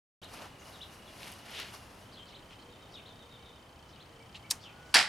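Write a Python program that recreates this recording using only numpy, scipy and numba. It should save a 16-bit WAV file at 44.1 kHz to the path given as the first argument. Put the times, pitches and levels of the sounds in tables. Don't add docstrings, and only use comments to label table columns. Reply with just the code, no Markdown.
import sys
import numpy as np
from scipy import signal
from scipy.io import wavfile
from scipy.ndimage import uniform_filter1d
from numba import njit

SR = 44100
rng = np.random.default_rng(int(sys.argv[2]) if len(sys.argv) > 2 else 0)


def bounce(signal):
    frames = np.transpose(np.atleast_2d(signal))
    limited = np.clip(frames, -1, 1)
    pcm = np.round(limited * 32767).astype(np.int16)
    wavfile.write(sys.argv[1], SR, pcm)


def attenuation_scalar(level_db):
    decades = np.asarray(level_db, float) / 20
    return 10 ** decades


N = 224403


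@njit
def svf(x, hz, width):
    y, b, l = np.empty(len(x)), 0., 0.
    g, k = np.tan(np.pi * hz / SR), width / hz
    for i in range(len(x)):
        v = (b + g * (x[i] - l)) / (1 + g * (g + k))
        b, l, y[i] = 2 * v - b, l + 2 * g * v, k * v
    return y


def band(x, hz, width):
    hz, width = float(hz), float(width)
    return svf(svf(x, hz, width), hz, width)


def unit(x):
    return x / np.sqrt(np.mean(x ** 2))


def at(table, hz):
    f, v = np.transpose(table)
    return np.interp(np.log(hz), np.log(f), v)


def walk(rate_hz):
    k = int(SR / rate_hz)
    steps = np.repeat(rng.standard_normal(N // k + 1), k)
    return 1.195 * uniform_filter1d(uniform_filter1d(steps, k), k)[:N]


def add(out, s, x, pan_db):
    i = int(s * SR)
    x = x[:N - i]
    out[:, i:i + len(x)] += x * attenuation_scalar(np.array([[pan_db], [-pan_db]]) / 2)


def burst(db, hz, width, t60):
    t = np.arange(4096) / SR
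    puff = rng.standard_normal(len(t)) * 1000. ** (-t / t60)
    x = band(puff, min(hz, .4 * SR), 1.6 * width)
    return attenuation_scalar(db) * x / abs(x).max()


def spread(x, side_db):
    smear = uniform_filter1d(rng.standard_normal(600), size=3) * np.exp(-np.arange(600) / 150)
    side = signal.fftconvolve(x, smear / np.linalg.norm(smear))[:N] * attenuation_scalar(side_db)
    return np.array([x + side, x - side])


def effort(moves, hz):
    t = np.arange(N) / SR
    power = 0
    for s, rise, fall, db, tilt in moves:
        below_db = 10 * np.maximum((s - t) / rise, (t - s) / fall)
        power = power + attenuation_scalar(db + tilt * np.log2(hz / 2500) - below_db) ** 2
    return power


# f/Hz, width/Hz
SURFACES = [(750, 1000), (2500, 1870), (5000, 2100), (10500, 4900)]
# peak t/s, rise/s, fall/s, level/dB, brightness/(dB/octave)
SHIFTS = [(.235, 0.019, .03, -56, -1.5), (.342, 0.041, 0.044, -49.5, 0), (.418, .03, 0.044, -48.5, -2.5),
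          (.68, .07, 0.18, -55, 0), (.934, .05, .06, -57.5, 1), (1.18, 0.15, 0.054, -60.5, 1.5),
          (1.256, .08, 0.1, -51.5, 0), (1.37, .05, .06, -57.5, -0.5), (1.466, .02, 0.098, -54.5, -0.5),
          (1.606, 0.11, 0.07, -53, 0.5), (1.75, 0.058, 0.084, -51.5, 0), (1.9, .05, 0.088, -59.5, -1),
          (2.03, .08, .04, -60.5, 1), (2.14, .03, .012, -64, -0.5)]
SHIFT_DB = (0, -9, -4, -7)
# peak t/s, rise/s, fall/s, level/dB, brightness/(dB/octave)
RUBS = [
    (.38, .08, 0.094, -52, 2),
    (1.1, 0.13, .08, -61.5, -3),
    (1.256, .05, .07, -47.5, 3),
    (1.48, 0.023, .04, -55, -3),
    (1.606, 0.087, 0.07, -41.5, -2),
]
RUB_DB = (-18, 0, -21, -16)
# t/s, peak level/dB, f/Hz, left minus right/dB
TICKS = [(0.245, -44, 8000, 5), (0.346, -43, 1810, 0), (.42, -48, 1900, -6), (0.618, -44.5, 1850, 3),
         (1.23, -34, 2800, -3), (1.3185, -36.5, 10000, 3), (1.324, -39, 10000, 0), (1.337, -42, 9000, 0),
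         (1.46, -47, 5000, 0), (1.511, -44, 11000, 0), (1.6, -34, 11100, -1), (1.643, -54, 11000, 0),
         (2.257, -51, 6500, 0), (2.508, -43, 2370, 2), (2.515, -52, 3780, 0), (2.53, -48, 2780, 3),
         (2.601, -54, 4100, 0), (4.325, -56, 3000, 0)]


def rustle():
    sizes = attenuation_scalar(1.5 * rng.exponential(size=N))
    grit = sizes * (rng.random(N) < .3) * attenuation_scalar(1.5 * walk(60.))
    out = 0
    for (hz, width), shift_db, rub_db in zip(SURFACES, SHIFT_DB, RUB_DB):
        grains = unit(band(grit * rng.standard_normal(N), hz, 1.55 * width))
        power = attenuation_scalar(2 * shift_db) * effort(SHIFTS, hz) + attenuation_scalar(2 * rub_db) * effort(RUBS, hz)
        out = out + grains * np.sqrt(power)
    rubbed = spread(out, side_db=-14) * attenuation_scalar(np.array([[.22], [-.22]]))
    for s, db, hz, pan_db in TICKS:
        add(rubbed, s, burst(db, hz, 0.49 * hz, t60=min(.03, 40 / hz)), pan_db)
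    return rubbed


# t/s, length/s, level/dB, f/Hz, width/Hz
SWISHES = [(1.511, .15, -44.5, 3260, 2200), (1.449, 0.31, -57.5, 376, 250), (.3, 0.19, -59, 280, 200),
           (2.1, .6, -80, 9000, 9000), (2.265, 0.066, -64.5, 5300, 1500), (2.492, 0.075, -57, 2900, 2500),
           (2.564, .1, -64, 4150, 1200), (2.893, 0.093, -60.5, 5000, 2200), (3.865, 0.075, -65, 5200, 1800),
           (4.343, 0.045, -53, 3540, 2500), (4.58, 0.11, -58, 4770, 2200), (4.798, 0.27, -65, 5500, 6000)]


def swish():
    out = np.zeros((2, N))
    for s, length_s, db, hz, width in SWISHES:
        n = int(length_s * SR)
        brush = band(rng.standard_normal(n), hz, 0.83 * width)
        add(out, s, attenuation_scalar(db) * unit(brush) * np.hanning(n), 0)
    return spread(out[0], side_db=-15.5)


# level/dB, f/Hz, width/Hz
TUG = [(-41.5, 3000, 1300), (-39, 2770, 500), (-44.5, 4000, 1100), (-52, 7100, 2100)]
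# t/s, peak level/dB, f/Hz
CRACKS = [(4.5011, -39, 8000), (4.5035, -30, 5500), (4.5067, -21, 6460), (4.5085, -20.5, 10550),
          (4.5093, -16.5, 5200), (4.5107, -17, 5000), (4.511, -20, 8500), (4.5152, -21, 8600),
          (4.518, -23, 4960), (4.5206, -30, 6000)]
# level/dB, f/Hz, width/Hz, t60/s
SNAP = [(-36.5, 1040, 760, 0.19), (-34.5, 2250, 1000, 0.075), (-33.5, 5800, 6000, .19)]


def snap():
    out = np.zeros((2, N))
    for k, part in enumerate(TUG):
        add(out, 4.345 + k * 0.0044, burst(*part, t60=0.074), 0)
    for s, db, hz in CRACKS:
        add(out, s, burst(db, hz, 0.43 * hz, t60=.016), 0)
    for part in SNAP:
        add(out, 4.51, burst(*part), 0)
    return spread(out[0], side_db=-16.5) * attenuation_scalar(np.array([[-.6], [.6]]))


# t/s, peak level/dB, cupped palm over flat fingers/dB, left minus right/dB
CLAP = [(4.9407, -23, 0, -5), (4.9421, -10, 11, 3.5), (4.9433, -9, -9.5, 3), (4.945, -19, 7, 1),
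        (4.948, -8, -8, -4), (4.9493, -8, -17, -1), (4.9544, -16, -8, -1), (4.9561, -12, -8, 4),
        (4.9615, -20, 0, 0), (4.967, -13, 19, -3), (4.969, -12, -22, 1), (4.976, -27, -2, -1),
        (4.986, -16, 10, -3), (4.9904, -15, -1, -6), (5.002, -18.5, 1, -1), (5.012, -16, 11, -8),
        (5.027, -20.5, 8, -6)]
# f/Hz, width/Hz, t60/s
PALM = [(1900, 1270, 0.011), (4700, 980, 0.0077), (9500, 1900, 0.0041)]
# t/s, level/dB
FIRST_CRACK = (4.9434, -11)
# f/Hz, level/(dB per Hz)
BAY = [(59, -57), (100, -39), (189, -3), (442, -13.5), (836, 0.5), (930, -5), (1250, -13), (1650, 3),
       (3540, -9.5), (4570, 2.5), (6150, -27), (7450, -11.5), (10700, -20), (15000, -41), (16000, -67)]
# f/Hz, t60/s
BAY_T60 = [(150, 0.17), (700, 0.28), (2000, 0.33), (5000, 0.29), (12000, 0.24)]
# f/Hz, rise/s
BAY_RISE = [(150, 0.042), (700, 0.018), (2000, 0.0097), (5000, 0.0067), (12000, 0.0025)]
# f/Hz, level/dB, t60/s
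PANELS = [(854, -9, 0.42), (1173, -13, 0.57), (1667, -1, 0.31), (1950, -18, 0.31), (2376, -16, 0.27),
          (3262, -22, 0.72), (3640, -17, 0.29), (3950, -26, 0.69), (4100, -4.5, 0.32), (4900, -7, 0.23),
          (5000, -18, 0.25), (5230, -1, 0.23), (7305, -15, 0.19), (7640, -11, 0.22)]


def clap():
    out = np.zeros((2, N))
    for s, peak_db, cup_db, pan_db in CLAP:
        palm_db = peak_db + min(cup_db, 0)
        fingers_db = peak_db - max(cup_db, 0)
        crack_db = peak_db - 13 - 100 * (s - CLAP[0][0])
        for db, part in zip((palm_db, fingers_db, crack_db), PALM):
            add(out, s, burst(db, *part), pan_db)
    add(out, FIRST_CRACK[0], burst(FIRST_CRACK[1], *PALM[-1]), 2)

    i = int(CLAP[1][0] * SR)
    t = np.arange(N - i) / SR
    mid, side = 0, 0
    for hz in 120 * 2 ** np.arange(0, 7.1, 1 / 3):
        rise = 1 - np.exp(-t / at(BAY_RISE, hz))
        shape = rise * 1000. 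** (-t / at(BAY_T60, hz)) * attenuation_scalar(at(BAY, hz))
        mid = mid + shape * band(rng.standard_normal(len(t)), hz, hz / 3)
        side = side + shape * band(rng.standard_normal(len(t)), hz, hz / 3)
    for hz, db, t60 in PANELS:
        shape = (1 - np.exp(-t / .008)) * 1000. ** (-t / t60)
        mid = mid + attenuation_scalar(db - 21.5) * shape * np.sin(2 * np.pi * (hz * t + rng.random()))
    side = side * attenuation_scalar(-7.5) * (1 - np.exp(-t / 0.015))
    out[:, i:] += attenuation_scalar(-7.5) * np.array([attenuation_scalar(2.5) * (mid + side), attenuation_scalar(3.9) * (mid - side)])
    return out


def sing(note, wobble, rough):
    s, hz, db = np.transpose(note)
    t = np.arange(s[0], s[-1], 1 / SR)
    jitter = uniform_filter1d(rng.standard_normal(len(t)), 40)
    pitch_hz = uniform_filter1d(np.interp(t, s, hz), 90) * (1 + wobble * jitter)
    ends = np.clip(np.minimum(t - s[0], s[-1] - t) / 0.0013, 0, 1)
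    grains = unit(uniform_filter1d(uniform_filter1d(rng.standard_normal(len(t)), size=50), size=50))
    flutter = 1 - rough + rough * grains
    tone = np.sin(2 * np.pi * np.cumsum(pitch_hz) / SR)
    return np.sqrt(2) * attenuation_scalar(np.interp(t, s, db)) * ends * flutter * tone


def falling(s, top_hz, fall_s, end_hz, db, ends_db):
    peak = .35
    peak_hz = .95 * top_hz * (end_hz / top_hz) ** peak
    return [(s, top_hz, db + ends_db[0]), (s + peak * fall_s, peak_hz, db), (s + fall_s, end_hz, db + ends_db[1])]


# top t/s, top f/Hz, level/dB
CHIPS = [(.245, 4340, -48), (.828, 4190, -44), (2.18, 4370, -62), (2.32, 4500, -57), (2.36, 4240, -51),
         (3.072, 4290, -52), (4.017, 4300, -53.5)]
# t from top/s, share of top f, level/dB
CHIP = [(-.023, .62, -8), (-.008, .9, 0.5), (0, 1, -6), (.006, .84, -4), (.015, .66, -6)]
# top t/s, top f/Hz, level/dB
PEEPS = [(4.215, 2410, -58), (4.295, 2470, -66), (4.452, 2345, -53.5)]
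# t from top/s, share of top f, level/dB
PEEP = [(-.016, .91, -5), (0, 0.98, 0), (.016, .91, -10)]
# top t/s, top f/Hz, fall/s, end f/Hz, level/dB
CHEEPS = [(.735, 4390, .045, 3060, -54.5), (2.132, 5000, .03, 3450, -53), (2.273, 4700, .042, 2650, -56),
          (3.925, 4470, 0.062, 2340, -58)]
# t/s, top f/Hz, fall/s, end f/Hz, level/dB
SLIDES = [(.595, 7000, .02, 6000, -59), (1.06, 3900, 0.052, 3200, -58), (2.172, 3460, .068, 3150, -50),
          (2.94, 4100, .075, 2250, -50), (2.325, 2150, .018, 2600, -58), (4.63, 3850, .08, 2283, -50.5)]


def notes():
    lines = []
    for calls, shape in ((CHIPS, CHIP), (PEEPS, PEEP)):
        for s, hz, db in calls:
            lines.append([(s + ds, hz * share, db + d) for ds, share, d in shape])
    for cheep in CHEEPS:
        s, top_hz, db = cheep[0], cheep[1], cheep[-1]
        flick = (s - .017, .72 * top_hz, db - 4)
        lines.append([flick] + falling(*cheep, ends_db=(-5, -1)))
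    for slide in SLIDES:
        lines.append(falling(*slide, ends_db=(-4, -8)))
    return lines


# t/s, level/dB
TRILL = [(2.7, -61.5), (2.75, -77), (2.81, -58.5), (2.94, -51.5), (3.07, -57.5), (3.19, -58), (3.31, -56.5),
         (3.42, -61), (3.455, -58), (3.53, -63), (3.14, -65), (3.29, -62.5)]
# t/s, f/Hz, level/dB
TONES = [
    [(2.62, 470, -68), (2.7, 485, -56.5), (2.78, 480, -75)],
    [(3.05, 480, -66), (3.3, 475, -65.5), (3.55, 465, -66)],
    [(4.1, 470, -66), (4.22, 460, -61), (4.32, 450, -69)],
    [(3.2, 2280, -88), (3.4, 2280, -70), (3.52, 2290, -71)],
    [(4.66, 1430, -69), (4.75, 1450, -63), (4.85, 1475, -58.5), (4.94, 1490, -63)],
]


def birds():
    out = np.zeros((2, N))
    for note in notes():
        hoarse = note[-1][0] - note[0][0] > .043
        wobble, rough = (.07, .55) if hoarse else (.03, .22)
        add(out, note[0][0], sing(note, wobble, rough), 1.0)
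    for s, db in TRILL:
        note = [(s, 3850, db - 4), (s + .055, 3520, db)]
        add(out, s, sing(note, .045, .33), 1.0)
    t = np.arange(int(.25 * SR)) / SR
    yard = rng.standard_normal((3, len(t))) * 1000. ** (-t / .22) * (t > .008)
    yard = (yard[0] + 0.88 * yard[1:]) / np.linalg.norm(yard[0])
    out = out + attenuation_scalar(-5.5) * signal.fftconvolve(out, yard, axes=1)[:, :N]
    for tone in TONES:
        add(out, tone[0][0], sing(tone, .02, .15), 0)
    return out


# t/s, f/Hz, level/dB
MOTOR = [(.2, 2880, -61), (1.75, 2886, -59.5), (1.951, 2682, -67), (2.05, 3060, -64), (2.55, 3090, -61),
         (2.8, 3090, -63.5), (3.4, 3078, -64.5), (5.09, 3050, -64.5)]
# t/s, level/dB
MOTOR_TICK = [(.2, -82), (2.0, -80), (2.3, -75), (5.09, -74)]


def motor():
    frame_hz = 29.96
    t = np.arange(N) / SR
    s, *columns = np.transpose(MOTOR)
    hz, db = (np.interp(t, s, c) for c in columns)
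    frame = (frame_hz * t - .61) % 1
    gate = uniform_filter1d(1. * (frame < .48), 60) * attenuation_scalar(1.6 * walk(frame_hz) - 1)
    turn = 2 * np.pi * np.cumsum(hz * (1 + .014 * walk(300.))) / SR
    whine = np.sin(turn) + attenuation_scalar(-17) * np.sin(2 * turn) + attenuation_scalar(-19) * np.sin(3 * turn)
    knock = np.exp(-frame / .1) * rng.standard_normal(N)
    tick = unit(band(knock, 4500, 1300)) + attenuation_scalar(-5) * unit(svf(knock, 2900., 1500.))
    tick = attenuation_scalar(np.interp(t, *np.transpose(MOTOR_TICK))) * tick
    return spread(np.sqrt(2) * attenuation_scalar(db) * gate * whine + tick, side_db=-10.5)


# f/Hz, level/(dB per Hz)
TOWN = [(20, -10), (45, -6), (90, 0.5), (160, -3.5), (250, -6.5), (380, -9.5), (600, -9), (1100, -11.5),
        (1600, -17.5), (2900, -19), (4400, -27), (8000, -32), (12500, -37), (16000, -44)]
# f/Hz, side minus mid/dB
TOWN_SIDE = [(60, -26), (110, -27), (200, -16), (380, -10), (700, -9), (1290, -5.5), (2380, -7), (4400, -8),
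             (8120, -12), (15000, -21)]
# t/s, level/dB
TOWN_DB = [(.2, -53), (1.2, -53), (2.4, -53.5), (3.0, -53.5), (3.7, -55), (5.09, -52.5)]


def town():
    out, swell = 0, walk(0.42)
    left_right = np.array([[1], [-1]])
    for hz in 25 * 2 ** np.arange(0, 9.4, 1 / 3):
        width = hz / 3 * (1 + (hz / 11000) ** 2)
        mid, side = (band(rng.standard_normal(N), hz, width) for _ in range(2))
        distant = min(1., 600 / hz)
        flicker_db = .25 * swell + .8 * walk(6.)
        db = at(TOWN, hz) + distant * flicker_db
        lean_db = min(.5, hz / 2000) * left_right
        out = out + attenuation_scalar(db + lean_db) * (mid + attenuation_scalar(at(TOWN_SIDE, hz)) * side * left_right)
    return unit(out) * attenuation_scalar(np.interp(np.arange(N) / SR, *np.transpose(TOWN_DB)))


def scene():
    near = rustle() + swish() + snap() + clap()
    near = signal.sosfilt(signal.butter(2, 15500, fs=SR, output="sos"), near)
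    return near + birds() + motor() + town()


def top_cut(x):
    return signal.sosfilt(signal.butter(12, 16530, fs=SR, output="sos"), x)


def record(dry):
    limit, start_s, fade_s, cut_hz = .62, .2163, 0.00073, 15900
    rounded = limit * np.tanh(dry / limit)
    kept = signal.sosfilt(signal.ellip(6, .3, 40, cut_hz, fs=SR, output="sos"), rounded)
    fade = np.clip((np.arange(N) / SR - start_s) / fade_s, 0, 1)
    return top_cut(kept * fade)


dry = scene()
out = record(dry)
bounce(out)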